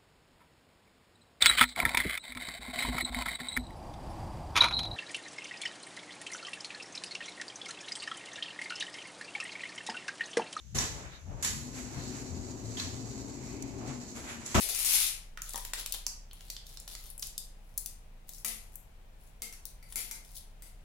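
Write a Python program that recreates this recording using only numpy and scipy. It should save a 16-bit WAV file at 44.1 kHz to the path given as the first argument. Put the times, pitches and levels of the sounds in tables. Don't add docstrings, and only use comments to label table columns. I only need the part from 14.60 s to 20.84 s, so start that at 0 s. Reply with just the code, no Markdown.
import sys
import numpy as np
from scipy import signal
from scipy.fft import rfft, irfft, next_fast_len
from scipy.io import wavfile

SR = 44100
rng = np.random.default_rng(int(sys.argv[2]) if len(sys.argv) > 2 else 0)


def transcribe(u):
    v = np.clip(np.atleast_2d(u).T, -1, 1)
    q = np.round(v * 32767).astype(np.int16)
    wavfile.write(sys.argv[1], SR, q)


N = 275184
TIME_S = np.arange(N) / SR

# start in seconds, level in dB, hold in seconds.
SHEET_TUGS = [(0, -30, 0.0084), (.016, -32.5, 0.022), (0.089, -28, .006), (0.147, -28.5, 0.0033),
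              (0.189, -30, .028), (0.2473, -23, 0.013), (0.286, -26.5, 0.041), (0.332, -22.5, 0.023),
              (0.401, -27, 0.033), (0.462, -31, 0.0069)]
# frequency in Hz, relative level in dB.
RUSTLE_DB = [(100, -67), (250, -22), (500, -23), (900, -13), (1600, -10.5), (2200, -2.5), (3500, -0.5),
             (6800, 3), (8000, 1), (9200, 6), (10800, 9), (12500, 4.5), (14000, 5), (16000, -11.5)]
DRAG_DB = [(150, -39.5), (370, 5), (520, -2.5), (720, 3.5), (1100, -17.5), (2500, -56)]
WAD_DB = [(100, -32), (400, -6), (1000, -11.5), (2200, -10.5), (3500, 1), (6500, -1.5), (8000, -3),
          (11000, 4.5), (13500, -4), (16000, 0)]
# frequency in Hz, relative level in dB, t60 in seconds.
SHEET_RESONANCES = [(219.6, -13, 0.61), (323, -5, 0.035), (484, -12.5, 0.2), (695, -16.5, 0.36),
                    (881, -9, 0.1), (1036, -34.5, 0.17), (1324, -7, 0.036), (1590, -23.5, 0.068),
                    (1974, -12.5, 0.048), (2076, 6.5, 0.029), (2130, -18, 0.12), (2280, -2, 0.038),
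                    (4730, 6.5, 0.019)]
TABLE_RESONANCES = [(222.6, -22, 0.094), (620, -9, 0.015), (800, -2.5, 0.017), (934, -16.5, 0.12),
                    (972, -8.5, 0.056), (1200, -25, 0.017), (1250, -10.5, 0.025), (1860, -8.5, 0.02),
                    (3540, -4, 0.011)]
# start in seconds, level in dB, facet's lowest pitch in Hz,
# tilt above it in dB per octave, body in dB, left minus right in dB.
CREASE_SNAPS = [(0.774, -35.5, 1266, -24, -12, -5.5), (0.8191, -30, 5740, 0, -10.5, -2),
                (0.893, -33, 8850, -28, -22, -1), (0.935, -33, 3740, 4.5, -5, 1),
                (0.958, -28.5, 6100, -3.5, -9.5, 1), (0.9769, -32, 8550, -8, -9, 2),
                (1.05, -31.5, 2960, 2, 1.5, -3), (1.135, -26, 5550, -4, 0.5, 1),
                (1.261, -27, 2400, 3.5, -3, -3), (1.323, -24, 2900, 7, -20, 1),
                (1.327, -33, 2950, 1, -20, 1), (1.4656, -23.5, 5000, -2, -11.5, -5.5),
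                (1.7114, -47, 3330, -22, -11, 0), (1.7317, -39.5, 4560, 8.5, 1, -5),
                (1.8078, -45.5, 2850, -2, -1, -2), (1.901, -29, 3970, 1, -15, -5),
                (1.9658, -37, 3620, -12.5, -18, -2), (2.067, -43, 3650, -0.5, -15, -2),
                (2.172, -39.5, 3800, -4.5, -12, -5.5), (2.2, -37.5, 6900, 3, -22, -2),
                (2.2776, -34.5, 3500, 4, 3, -5), (2.351, -35.5, 1210, 1.5, -1, -7),
                (2.501, -35, 10800, -24, -36, -3), (2.579, -35, 9170, -8, -23, -6),
                (2.5952, -31.5, 5100, 8.5, -28, -3), (2.6244, -30.5, 3840, 2, -20, -5),
                (2.6276, -31.5, 3740, -7, -11, -3), (2.6695, -34, 6300, -2, -26, -1),
                (2.7791, -25.5, 3280, 4.5, -28, -2.5), (3.1767, -22.5, 5000, 11, -16, 3),
                (3.1802, -27, 4500, 5.5, -17, 3), (3.26, -26, 2600, 7.5, -3, -0.5),
                (3.6918, -36, 3194, 5.5, -7.5, 2), (4.156, -33, 6750, 10.5, -18, 1.5),
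                (5.054, -30.5, 3670, 8, -20, -0.5), (5.3236, -37, 8900, -15, -14, 1)]
# start in seconds, length in seconds, level in dB.
WAD_SQUEEZES = [(0.802, 0.33, -46), (1.128, 0.043, -38), (1.169, 0.053, -34), (1.335, 0.019, -31.5),
                (1.722, 0.26, -57), (2.038, 0.15, -52), (2.274, 0.079, -43), (2.348, 0.19, -50),
                (2.608, 0.072, -41), (2.963, 0.41, -65.5), (3.661, .178, -48), (4.113, .05, -55.5),
                (4.577, .15, -61.5), (5.27, 0.11, -51), (5.621, 0.17, -54), (5.739, 0.058, -41)]
# time in seconds, gain in dB.
WAD_LOWS_DB = [(.8, -5), (1.2, 5), (2.4, 3), (2.62, -18), (3.7, -25), (5.7, -16)]
# start in seconds, level in dB.
TABLE_KNOCKS = [(.9445, -24.5), (.958, -28), (.979, -32), (1.137, -40), (1.343, -35.5), (1.466, -35.5)]
# start in seconds, level in dB, rattle t60 in seconds, ring gain in dB.
WIRE_JOLTS = [(3.8471, -31, 0.37, -6.5), (4.82, -36, 0.14, -6), (4.9259, -46, 0.1, -17),
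              (5.227, -58.5, .25, 6), (5.3576, -31.5, 0.38, -8), (5.5118, -38, 0.054, -5.5),
              (6.022, -48, .26, -5.5)]
# frequency in Hz, t60 in seconds.
ROOM_T60_S = [(300, 0.55), (1300, 0.54), (3500, 0.39), (7000, 0.37), (10000, 0.32), (15000, 0.25)]
# frequency in Hz, gain in dB.
WALLS_DB = [(200, -5.5), (3000, 2.5), (7000, -1), (10500, 2), (13000, -1.5), (16000, -4.5)]
RIGHT_MIC_DB = [(200, -2), (600, -4), (1800, -4), (2800, -2.5), (4200, 0), (6400, -1.5), (7500, 0.5),
                (9500, -18), (16000, -11)]
# frequency in Hz, relative level in dB.
AIR_DB = [(15, -3), (45, 1.5), (60, -4.5), (80, -8.5), (130, -12), (200, -20), (350, -25), (480, -21.5),
          (800, -21), (1200, -28.5), (2500, -28.5), (5000, -37), (10000, -39), (16000, -42.5)]
# frequency in Hz, correlation from 0 to 1.
AIR_CORRELATION = [(30, 0.86), (150, 0.96), (350, 0.78), (700, 0.06), (1400, 0), (16000, 0)]
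# frequency in Hz, level in dB.
HUM_PARTIALS = [(108, -75.5), (161.5, -74), (215.3, -78.5)]
# time in seconds, relative level in dB.
THROB_DB = [(0, -51.5), (1, -41.5), (2.1, -47.5), (3.3, -44.5), (4.2, -51), (6.24, -46)]


def gain_of(db):
    return 10 ** (np.asarray(db) / 20)


def unit_rms(x):
    return x / np.sqrt(np.mean(x ** 2) + 1e-20)


def unit_energy(x):
    return x / np.linalg.norm(x, axis=1, keepdims=True)


def pan(left_minus_right_db):
    return gain_of(np.array([[1], [-1]]) * left_minus_right_db / 2)


def at_hz(points, hz):
    f, value = np.transpose(points)
    return np.interp(np.log(hz + 1), np.log(f + 1), value)


def add(mix, start_s, sound):
    part = mix[:, max(round(start_s * SR), 0):][:, :sound.shape[-1]]
    part += sound[..., :part.shape[1]]


def colour(x, spectrum_db, size=2048):
    log_gain = np.log(gain_of(at_hz(spectrum_db, abs(np.fft.fftfreq(size, 1 / SR)))))
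    taps = np.fft.ifft(np.exp(np.conj(signal.hilbert(log_gain)))).real
    return signal.fftconvolve(x, taps[None, :size // 2], axes=1)[:, :x.shape[1]]


def stereo_noise(size, correlation):
    a, b = rng.standard_normal((2, size))
    return np.array([a, correlation * a + np.sqrt(1 - correlation ** 2) * b])


def wander(bandwidth_hz):
    hz = np.fft.rfftfreq(N, 1 / SR)
    return unit_rms(irfft(rfft(rng.standard_normal(N)) * np.exp(-(hz / bandwidth_hz) ** 2), N))


def facet(rise_s=0.00039, decay_s=0.0008, bounce_s=0.00215, bounce_db=-10, bounce_decay_s=0.0011):
    t = np.arange(700) / SR
    flip = (1 - np.exp(-(t / rise_s) ** 2)) * np.exp(-t / (decay_s * rng.uniform(.7, 1.3)))
    late_s = np.maximum(t - bounce_s, 0)
    bounce = gain_of(bounce_db) * (1 - np.exp(-late_s / rise_s)) * np.exp(-late_s / bounce_decay_s)
    return unit_energy(stereo_noise(len(t), correlation=0.71) * (flip + bounce))


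def snap(db, lowest_hz, tilt_db_oct, body_db, cut_db_oct=42, body_hz=5000, top_hz=13500):
    hz = np.geomspace(100, 17000, num=60)
    octaves = np.log2(hz / lowest_hz)
    facet_db = octaves * np.where(octaves < 0, cut_db_oct, tilt_db_oct)
    facet_power = gain_of(facet_db) ** 2 / (1 + (hz / top_hz) ** 8)
    body_shape_db = at_hz([(150, -19.5), (800, -4.5), (2000, -1)], hz)
    body_power = gain_of(body_db + body_shape_db) ** 2 / (1 + (hz / body_hz) ** 2)
    spectrum_db = np.transpose([hz, 10 * np.log10(facet_power + body_power)])
    click = colour(np.pad(facet(), ((0, 0), (0, 800))), spectrum_db)
    return gain_of(db) * np.sqrt(0.0026 * SR) * unit_energy(click)


def crackle(size, spectrum_db, flips_per_s, spread_db, tint_db=4, decay_s=0.00031, groups=5):
    padded = next_fast_len(size)
    t, hz = np.arange(300) / SR, np.fft.rfftfreq(padded, 1 / SR)
    burst_power = np.exp(-2 * t / decay_s) * (1 - np.exp(-t * 10000))
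    knots_hz = np.linspace(0, SR / 2, num=14)
    spectrum = 0
    for _ in range(groups):
        flips = rng.random(padded) < flips_per_s / groups / SR
        flip_db = spread_db * np.minimum(rng.exponential(1, padded), 3.5)
        power = signal.oaconvolve(flips * gain_of(flip_db) ** 2, burst_power)[:padded]
        bursts = np.sqrt(abs(power)) * rng.standard_normal((2, padded))
        tint = gain_of(tint_db * rng.uniform(-0.27, 1, len(knots_hz)))
        spectrum = spectrum + rfft(bursts) * np.interp(hz, knots_hz, tint)
    return unit_rms(colour(irfft(spectrum, padded)[:, :size], spectrum_db))


def ring(modes, detune, attack_s=0.00024):
    t = np.arange(SR // 3) / SR
    out = np.zeros((2, len(t)))
    for hz, db, t60_s in modes:
        age_s = t[t < t60_s]
        detuned_hz = hz * (1 + detune * rng.uniform(-0.73, 1))
        cycles = detuned_hz * age_s + rng.random() + rng.random((2, 1)) / 4
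        add(out, 0, gain_of(db - 60 * age_s / t60_s) * np.sin(2 * np.pi * cycles))
    return out * (1 - np.exp(-t / attack_s)) / 2


def sheet_snap(db, pan_db):
    return snap(db, lowest_hz=5930, tilt_db_oct=4, body_db=-6) * pan(pan_db)


def sheet_ring(db, clatter_s=.02, step_db=-4):
    out = np.zeros((2, SR // 3))
    for k, when in enumerate(rng.random(3)):
        touch = ring(SHEET_RESONANCES, detune=0.034)
        add(out, clatter_s * when * k / 2, gain_of(db + step_db * k) * touch)
    return out


def tugs(attack_s=0.0021, t60_s=0.22, snap_db=-0.5, rustle_db=-1, ring_db=-22):
    out, t = np.zeros((2, N)), np.arange(SR // 3) / SR
    for start_s, db, hold_s in SHEET_TUGS:
        rustle = crackle(len(t), RUSTLE_DB, flips_per_s=1500, spread_db=2.5)
        settling_db = -60 * np.maximum(t - hold_s, 0) / t60_s
        add(out, start_s, sheet_snap(db + snap_db, pan_db=6))
        add(out, start_s, rustle * np.minimum(t / attack_s, 1) * gain_of(db + rustle_db + settling_db))
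        add(out, start_s, sheet_ring(db + ring_db))
    return out


def drag(start_s=.01, length_s=0.14, level_db=-55):
    out, size = np.zeros((2, N)), round(length_s * SR)
    scuff = unit_rms(colour(stereo_noise(size, correlation=0.98), DRAG_DB))
    add(out, start_s, gain_of(level_db) * scuff * signal.windows.tukey(size, .5))
    return out


def wad_snaps():
    out = np.zeros((2, N))
    for start_s, db, lowest_hz, tilt_db_oct, body_db, pan_db in CREASE_SNAPS:
        add(out, start_s, snap(db, lowest_hz, tilt_db_oct, body_db) * pan(pan_db))
    return out


def squeezes(crush_db=-3, snaps_per_s=16):
    out = np.zeros((2, N))
    for start_s, length_s, db in WAD_SQUEEZES:
        size = round(length_s * SR)
        lows_db = np.interp(start_s + length_s / 2, *np.transpose(WAD_LOWS_DB))
        tone_db = [(hz, level + lows_db * at_hz([(1500, 1), (9000, 0.058)], hz)) for hz, level in WAD_DB]
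        crush = crackle(size, tone_db, flips_per_s=900, spread_db=1.5, tint_db=6)
        add(out, start_s, crush * signal.windows.tukey(size, .5) * gain_of(db + crush_db))
        for when, strength, octaves in rng.uniform(-1, 1, (round(snaps_per_s * length_s), 3)):
            snap_db = min(db + 4, -44) + 3 * strength
            click = snap(snap_db, lowest_hz=5500 * 2 ** octaves, tilt_db_oct=-1, body_db=lows_db - 14)
            add(out, start_s + length_s * (1 + .7 * when) / 2, click)
    return out


def knocks():
    out = np.zeros((2, N))
    for start_s, db in TABLE_KNOCKS:
        add(out, start_s, gain_of(db) * ring(TABLE_RESONANCES, detune=0.017))
    return out


def jolts(snap_db=8.5, bright_db=3, bounce_s=0.04, bounce_t60_s=0.033):
    out, t = np.zeros((2, N)), np.arange(SR // 3) / SR
    tone_db = [(hz, db + bright_db * at_hz([(7000, 0), (15000, 1)], hz)) for hz, db in RUSTLE_DB]
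    for start_s, db, first_t60_s, first_ring_db in WIRE_JOLTS:
        add(out, start_s, sheet_snap(db + snap_db, pan_db=-5))
        touches = [(0, -2, first_t60_s, first_ring_db), (bounce_s, -5, bounce_t60_s, first_ring_db - 9)]
        for delay_s, rattle_db, t60_s, ring_db in touches:
            rattle = crackle(len(t), tone_db, flips_per_s=1500, spread_db=6)
            add(out, start_s + delay_s, rattle * gain_of(db + rattle_db - 60 * t / t60_s))
            add(out, start_s + delay_s, sheet_ring(db + ring_db))
    return out


def reflections(x, first_s=0.0017, build_s=0.0016, density=.2):
    t = np.arange(SR * 3 // 4) / SR
    taps = rng.standard_normal((2, len(t))) * (rng.random((2, len(t))) < density)
    taps *= 1 - np.exp(-np.maximum(t - first_s, 0) / build_s)
    hz, age_s, bands = signal.stft(taps, SR, nperseg=256)
    decay = gain_of(-60 * age_s / at_hz(ROOM_T60_S, hz)[:, None])
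    tail = signal.istft(bands * decay, SR, nperseg=256)[1]
    return signal.oaconvolve(x, unit_energy(tail), axes=1)[:, :N]


def room(x, cross_db=-3, shift_hz=2.5):
    cross, angle = gain_of(cross_db), 2 * np.pi * shift_hz * TIME_S
    same_side = reflections(x * np.cos(angle)) + reflections(x * np.sin(angle))
    return (same_side + cross * reflections(x[::-1])) / np.sqrt(1 + cross ** 2)


def room_tone(air_db=-56.5, throb_hz=28.8, throb_trim_db=-5, waver_hz=3, waver_db=0.5):
    hz = np.fft.rfftfreq(N, 1 / SR)
    a, b = rfft(rng.standard_normal((2, N)))
    correlation = at_hz(AIR_CORRELATION, hz)
    noise = np.array([a, correlation * a + np.sqrt(1 - correlation ** 2) * b])
    air = unit_rms(irfft(noise * pan(3 - 2 * correlation) * gain_of(at_hz(AIR_DB, hz)), N))
    throb_cycles = np.cumsum(throb_hz + waver_hz * wander(6.74)) / SR
    throb = unit_rms(np.sin(2 * np.pi * throb_cycles) * gain_of(waver_db * wander(12.3)))
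    throb *= gain_of(np.interp(TIME_S, *np.transpose(THROB_DB)) + throb_trim_db)
    drift_hz = waver_hz * wander(4.5)
    hum = sum(gain_of(db) * np.sqrt(2) * np.sin(2 * np.pi * np.cumsum(hum_hz + drift_hz) / SR)
              for hum_hz, db in HUM_PARTIALS)
    return gain_of(air_db) * air + hum + throb


def scene(close_send_db=-3, sheet_direct_db=-2):
    close = wad_snaps() + squeezes() + knocks()
    sheet = (tugs() + jolts() + drag()) * pan(2)
    direct = close + gain_of(sheet_direct_db) * sheet
    to_walls = gain_of(close_send_db) * close + sheet
    left, right = direct + room(colour(to_walls, WALLS_DB))
    return np.vstack([left, colour(right[None], RIGHT_MIC_DB)]) + room_tone()


def record(dry):
    cutoff_hz = 16250
    taps = signal.firwin(255, cutoff_hz, window=("kaiser", 8), fs=SR)
    return signal.oaconvolve(dry, taps[None], "same")


dry = scene()
out = record(dry)
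transcribe(out)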